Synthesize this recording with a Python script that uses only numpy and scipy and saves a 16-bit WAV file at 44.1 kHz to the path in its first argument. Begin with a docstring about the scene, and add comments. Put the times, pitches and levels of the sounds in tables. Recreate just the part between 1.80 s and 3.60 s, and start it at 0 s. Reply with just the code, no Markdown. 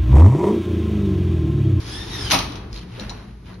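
"""Lift machinery rumbles and hums throughout. Close by, a metal door slides open, scraping
its track while the rollers sing at a pitch that follows its speed. At 0.5 s it strikes its
stop and rattles: the edge cracks, the sheet clashes, the panel rings and the floor thuds.
From 0.9 s someone steps into the small carpeted car: soft footfalls, ticks from the metal
sill, shoe scuffs and hollow knocks from the car's panels."""
import sys
import numpy as np
from scipy import signal
from scipy.fft import rfft, irfft
from scipy.io import wavfile

SR = 44100
rng = np.random.default_rng(int(sys.argv[2]) if len(sys.argv) > 2 else 0)


def store_pcm(level_fs):
    """Save levels as 16-bit WAV."""
    pcm = np.round(np.clip(level_fs, -1, 1) * 32767).astype(np.int16)
    wavfile.write(sys.argv[1], SR, np.atleast_2d(pcm).T)


N = 79380
T = np.arange(N) / SR
HZ = np.fft.rfftfreq(N, 1 / SR)


def amp(db):
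    """Decibels to gain."""
    return 10 ** (np.asarray(db) / 20)


def unit(x):
    """Scales to rms 1."""
    return x / np.sqrt(np.mean(x ** 2) + 1e-20)


def at_hz(table, hz):
    """Interpolates a table on a log-frequency axis."""
    freqs, values = np.transpose(table)
    return np.interp(np.log(hz + 1), np.log(freqs + 1), values)


def curve(table, column=1):
    """Interpolates one column of a table over time."""
    rows = np.array(table)
    return np.interp(T, rows[:, 0], rows[:, column])


def drift(rate_hz):
    """Random wander of rms 1."""
    return unit(irfft(rfft(rng.standard_normal(N)) * np.exp(-(HZ / rate_hz) ** 2), N))


def struck(start_s, rise_s, t60_s):
    """Envelope of a blow: linear rise, exponential fall."""
    age = np.maximum(T - start_s, 0)
    return np.minimum(age / rise_s, 1) * np.exp(-np.log(1000) * age / t60_s)


def resonate(x, hz, width_hz):
    """A resonance that follows the curve hz."""
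    carrier = np.exp(2j * np.pi * np.cumsum(hz) / SR)
    pole = np.exp(-np.pi * width_hz / SR)
    return 2 * (carrier * signal.lfilter([1 - pole], [1, -pole], x * carrier.conj())).real


# Microphone pair (frequency [Hz], coherence [0..1])
COHERENCE = [(150, 1), (300, 1), (600, 0.18), (1400, 0.56), (3000, 0.48), (5000, 0.13), (9000, 0.81),
             (13000, 0.99)]
def noise(gain):
    """Stereo noise of rms 1, shaped by gain, alike on both sides in the bass."""
    a, b = rfft(rng.standard_normal((2, N)))
    coherence = at_hz(COHERENCE, HZ)
    mid, side = a * np.sqrt(1 + coherence), b * np.sqrt(1 - coherence)
    return unit(irfft(np.array([mid + side, mid - side]) * gain, N))


def coloured(spectrum):
    """Stereo noise with a tabulated spectrum."""
    return noise(amp(at_hz(spectrum, HZ)))


def tone(hz):
    """Stereo sine of rms 1; lower coherence sets the two phases further apart."""
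    spread = np.arccos(at_hz(COHERENCE, np.mean(hz))) * rng.choice([-1, 1])
    phase = 2 * np.pi * (np.cumsum(hz * np.ones(N)) / SR + rng.random())
    return np.sqrt(2) * np.sin(phase + spread * np.array([[.5], [-.5]]))


# Reverberation (frequency [Hz], t60 [s])
LANDING_DECAY = [(150, 0.88), (400, 0.71), (3000, 0.73), (6000, 0.51), (12000, 0.46), (14500, 0.17)]
def landing(x):
    """The hard-walled landing rings on, the treble dying first."""
    hz, t, frames = signal.stft(noise(1), SR, nperseg=256)
    decay = np.exp(-np.log(1000) * t / at_hz(LANDING_DECAY, hz)[:, None])
    tail = signal.istft(frames * decay, SR, nperseg=256)[1][:, :N]
    tail *= np.minimum(T / 0.0039, 1)
    return signal.fftconvolve(x, tail / np.linalg.norm(tail[0]), axes=1)[:, :N]


# Rumble of door and machinery (time [s], level [dB])
RUMBLE_LEVEL = [(0, -36), (.25, -32.5), (.47, -30), (.75, -32.5), (.9, -37), (1.1, -39.5), (1.23, -36.5),
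                (1.4, -40), (1.58, -48), (1.72, -40), (1.8, -42.5)]
# Rumble, air noise and hum partials (frequency [Hz], level [dB])
RUMBLE_SPECTRUM = [(15, -40), (30, -19), (43, 3.5), (65, 2.5), (90, 2.5), (120, 2.5), (150, -5), (260, -6),
                   (340, -5), (430, -9.5), (560, -19), (1000, -18), (2000, -26.5), (6000, -55)]
AIR_SPECTRUM = [(100, 25.5), (900, -22), (2000, 6.5), (5000, 4), (7000, -3), (11500, -4), (14000, -32)]
HUM_PARTIALS = [(54, -45), (119, -45), (180, -47.5), (209, -52)]
def machinery(air_db=-57.5, waver_hz=2.466, flutter_db=4):
    """Low rumble, faint air noise and a hum that wavers in pitch and level."""
    out = coloured(RUMBLE_SPECTRUM) * amp(curve(RUMBLE_LEVEL)) + amp(air_db) * coloured(AIR_SPECTRUM)
    for hz, db in HUM_PARTIALS:
        cycles = np.cumsum(hz + waver_hz * drift(rate_hz=6.85)) / SR + rng.random()
        flutter = amp(flutter_db * drift(rate_hz=8.3))
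        out += amp(db) * unit(np.sin(2 * np.pi * cycles) * flutter)
    return out


# Scuffs (peak time [s], rise [s], fall [s], level [dB], centre [Hz], glide [octaves/s])
SHOE_SCUFFS = [(0.974, 0.034, 0.019, -41, 3670, -6), (1.024, 0.011, 0.018, -46.5, 2780, -22),
               (1.227, 0.076, 0.053, -39, 1570, -11.5), (1.315, 0.033, 0.12, -43, 1060, -9),
               (1.686, 0.023, 0.046, -47.5, 1670, -37)]
# Sole friction (frequency [Hz], level [dB])
SCUFF_SPECTRUM = [(100, 13), (1000, 5), (5000, 0.5), (7000, -7.5), (11000, -5.5), (13500, -14)]
def scuffs(width_hz=2900):
    """Soles brush the floor: a broad resonance glides down as each scuff swells and fades."""
    out = np.zeros((2, N))
    for peak_s, rise_s, fall_s, db, hz, glide in SHOE_SCUFFS:
        swell = np.exp(-((T - peak_s) / np.where(T < peak_s, rise_s, fall_s)) ** 2 / 2)
        centre_hz = hz * 2 ** (glide * np.clip(T - peak_s, -rise_s, 2 * fall_s))
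        rough_gain = amp(db + 1.7 * drift(rate_hz=230))
        out += rough_gain * swell * unit(resonate(coloured(SCUFF_SPECTRUM), centre_hz, width_hz))
    return out


# Sill contacts (time [s], level [dB], pitch [Hz], relative jingle [dB])
SILL_TICKS = [(0.9294, -30.5, 4950, -16), (0.943, -36.5, 4830, -9), (.961, -40.5, 4000, -1),
              (.974, -40.5, 4680, -0.5), (1.011, -48, 3180, -1), (1.1974, -27.5, 3980, -10),
              (1.207, -37, 5520, -6), (1.2956, -23, 4090, -15), (1.3, -28.5, 3980, -12.5),
              (1.304, -32.5, 5570, -11), (1.7423, -48, 4160, -6)]
# Sill modes (frequency [Hz])
SILL_MODES_HZ = [3080, 3246, 3830, 4161, 4245, 4377, 4926, 5572, 5790]
# Contact snap (frequency [Hz], level [dB])
SNAP_SPECTRUM = [(500, -3), (3200, -1.5), (6000, 0), (9500, -11.5), (14000, -25)]
def sill_ticks(rise_s=.0003, width_hz=900):
    """Small metal contacts: a snap with a short ping, then the sill's nearest modes jingle."""
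    out = np.zeros((2, N))
    for start_s, db, hz, jingle_db in SILL_TICKS:
        snap = amp(-9.5) * coloured(SNAP_SPECTRUM)
        ping = np.sqrt(2) * np.sin(2 * np.pi * hz * (T - start_s))
        contact = (ping + snap) * struck(start_s, rise_s, t60_s=.011)
        ring = unit(sum(tone(mode) / (1 + ((mode - hz) / width_hz) ** 2) ** 2 for mode in SILL_MODES_HZ))
        hiss = amp(4.5) * snap
        jingle = amp(jingle_db) * (ring + hiss) * struck(start_s, rise_s, t60_s=.12)
        out += amp(db) * (contact + jingle)
    return out


# Car panel knocks (time [s], level [dB], pitch [Hz], pitch wander [Hz], t60 [s])
PANEL_KNOCKS = [(0.511, -27, 178.1, 6.6, 0.38), (0.528, -20, 678, 60, 0.065), (1.176, -34, 482, 150, 0.21),
                (1.207, -29, 197, 10.2, 0.22), (1.307, -31, 925, 69, 0.087)]
def knocks(rise_s=0.0065):
    """The car's hollow panels clunk at an unsteady pitch under the door's blow and the footfalls."""
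    return sum(amp(db) * tone(hz + wander_hz * drift(2 * wander_hz)) * struck(start_s, rise_s, t60_s)
               for start_s, db, hz, wander_hz, t60_s in PANEL_KNOCKS)


# Floor thuds (time [s], level [dB], rise [s])
FLOOR_THUDS = [(0.572, -17, 0.04), (0.922, -22.5, 0.018), (1.285, -21.5, .016)]
def thuds(hz=49.6, t60_s=.25):
    """The floor of the car gives a short, deep bounce."""
    return sum(amp(db) * struck(start_s, rise_s, t60_s) * np.sin(2 * np.pi * hz * (T - start_s))
               for start_s, db, rise_s in FLOOR_THUDS)


# Track friction (time [s], level [dB])
SCRAPE_LEVEL = [(0, -42.5), (.05, -42.5), (.08, -37), (.27, -41), (.33, -36.5), (.5, -33), (.54, -64)]
# Track friction (frequency [Hz], level [dB])
SCRAPE_SPECTRUM = [(200, -12), (550, -9), (850, 1), (1700, 0), (2500, -0.5), (3500, 1.5), (5400, 1),
                   (6800, -7), (11000, -13), (13500, -26)]
def track_scrape(grains_per_s=2500, grain_s=0.0003, grit_share=0.24):
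    """The door shoe scrapes over grit until the door stops."""
    grains = (rng.random(N) < grains_per_s / SR) * rng.random(N)
    grit = unit(signal.lfilter([1], [1, -np.exp(-1 / (grain_s * SR))], grains))
    scrape = unit(coloured(SCRAPE_SPECTRUM) * (1 - grit_share + grit_share * grit))
    return scrape * amp(curve(SCRAPE_LEVEL)) * (T < SCRAPE_LEVEL[-1][0])


# Roller song (time [s], pitch [Hz], level [dB], boost from the third harmonic up [dB])
ROLLER_SONG = [(.05, 1620, -62, 4), (.134, 1675, -45, 6), (.2, 1815, -39, -5), (.275, 1810, -50, -4),
               (.32, 1880, -42, -5), (.352, 1930, -38, -1), (.378, 1815, -42, -3), (.41, 1745, -39, 1),
               (.435, 1700, -44, 7), (.455, 1655, -44, 9), (.472, 1560, -37, -9), (.51, 1530, -47, -9)]
# Roller partials (pitch multiple [1], level [dB])
ROLLER_PARTIALS = [(.5, -11.5), (1, -5), (2, 2.5), (3, 0.5), (4, -21), (5, -9.5), (6, -14)]
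def rollers(stop_s, jitter=.009, halo_width_hz=135, tone_share=.35, flicker_db=3.5):
    """Two rollers sing: whistling partials in a rough halo rise and fall with the door's speed."""
    pitch_hz, level_db, boost_db = (curve(ROLLER_SONG, column) for column in (1, 2, 3))
    out = np.zeros((2, N))
    for detune, roller_db in [(1, 0), (.92, -9)]:
        roller_hz = pitch_hz * detune * (1 + jitter * drift(rate_hz=150))
        rub = noise(1)
        for multiple, partial_db in ROLLER_PARTIALS:
            hz = multiple * roller_hz
            halo = unit(resonate(resonate(rub, hz, halo_width_hz), hz, 5 * halo_width_hz))
            voice = np.sqrt(tone_share) * tone(hz) + np.sqrt(1 - tone_share) * halo
            flicker = amp(flicker_db * np.tanh(drift(rate_hz=74)))
            out += amp(roller_db + partial_db + boost_db * (multiple >= 3)) * unit(voice * flicker)
    fade = np.clip((stop_s - T) / 0.015, 0, 1)
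    return out * amp(level_db) * fade


def sizzle(start_s, centre_hz=10400, half_width_hz=3600):
    """A short, bright buzz of the door's metal sheet."""
    buzz = noise(1 / (1 + ((HZ - centre_hz) / half_width_hz) ** 2))
    return amp(-21) * buzz * struck(start_s, rise_s=0.0074, t60_s=0.17)


# Door against its stop (time [s], edge level [dB], panel level [dB])
DOOR_BLOWS = [(0.5015, -24.5, -59), (0.5093, -17.5, -24.5), (0.5162, -14.5, -19), (0.531, -20, -15.5),
              (0.543, -19.5, -36), (0.588, -23.5, -27.5), (0.7207, -43, -37.5), (0.7552, -41, -46)]
# Edge clash, panel noise and door modes (frequency [Hz], level [dB])
CLASH_SPECTRUM = [(200, -21), (900, -4.5), (2500, -0.5), (4100, 4.5), (5000, 0.5), (6200, 0.5),
                  (7000, -17.5), (9000, -11.5), (12000, -16.5), (14000, -31)]
PANEL_SPECTRUM = [(60, -14), (130, -2), (190, -28), (280, 5.5), (400, -1), (540, -3), (800, 2.5),
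                  (1000, 3.5), (1270, 5), (1550, -15), (2500, -2), (6000, -44)]
DOOR_MODES = [(181, -8.5), (263.7, -8.5), (307, -14), (640, -8), (788, -6), (886, -7.5), (960, -9),
              (1044, -16), (1245, -16), (1286, -5.5), (2238, -18), (2536, -10), (2956, -16), (3541, -21),
              (4066, -20), (4287, -29), (6183, -20)]
def door_clatter(panel_rise_s=0.015, modes_db=-3, rattle_db=3, waver_hz=7.58):
    """Each blow cracks at the door's edge, sets the sheet clashing and rings the panel's modes."""
    clash_power, panel_power, ring_power = np.zeros((3, N))
    for start_s, edge_db, panel_db in DOOR_BLOWS:
        crack = amp(7.5) * struck(start_s, rise_s=0.00027, t60_s=0.047)
        clash = struck(start_s, rise_s=0.0013, t60_s=0.22)
        clash_power += amp(edge_db) ** 2 * (crack ** 2 + clash ** 2) / 2
        panel_power += (amp(panel_db) * struck(start_s, panel_rise_s, t60_s=0.24)) ** 2
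        ring_power += (amp(panel_db) * struck(start_s, panel_rise_s, t60_s=0.17)) ** 2
    out = np.sqrt(clash_power) * coloured(CLASH_SPECTRUM)
    out += np.sqrt(panel_power) * coloured(PANEL_SPECTRUM)
    for hz, db in DOOR_MODES:
        rattle = amp(rattle_db * np.tanh(drift(rate_hz=60)))
        mode = tone(hz + waver_hz * drift(rate_hz=27))
        out += amp(modes_db + db) * np.sqrt(ring_power) * rattle * mode
    return out


def scene():
    """Door and steps echo on the landing; floor thuds and machinery stay dry."""
    hardest_blow_s = DOOR_BLOWS[2][0]
    song = rollers(stop_s=hardest_blow_s)
    contacts = track_scrape() + door_clatter() + sizzle(hardest_blow_s)
    contacts += sill_ticks() + knocks() + scuffs()
    reverb = landing(amp(-13) * song + amp(-12) * contacts)
    return song + contacts + reverb + thuds() + machinery()


# Microphone balance (frequency [Hz], left minus right [dB])
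MIC_BALANCE = [(60, 0), (200, 2.16), (380, 3.5), (700, 0), (1300, -0.5), (2400, .5), (4400, 1),
               (8000, -0.5)]
def record(dry, notch_hz=7738, lead_s=0.000187, lead_from_hz=4520, cutoff_hz=15900):
    """A narrow band near 7.7 kHz is missing, the top rolls off and the two sides differ in colour."""
    notch_db = -28.5 * np.exp(-((HZ - notch_hz) / 512) ** 4)
    rolloff_db = -3 * np.maximum(HZ - 12600, 0) / 1000
    sides = np.array([[.5], [-.5]])
    # Treble reaches the left microphone first
    lead_rad = 2 * np.pi * HZ * lead_s * (.5 + .5 * np.tanh((HZ - lead_from_hz) / 500))
    gain = amp(notch_db + rolloff_db + at_hz(MIC_BALANCE, HZ) * sides)
    heard = irfft(rfft(dry) * gain * np.exp(1j * lead_rad * sides), N)
    lowpass = signal.firwin(511, cutoff_hz, window=("kaiser", 9), fs=SR)
    return signal.oaconvolve(heard, lowpass[None], "same")


dry = scene()
out = record(dry)
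store_pcm(out)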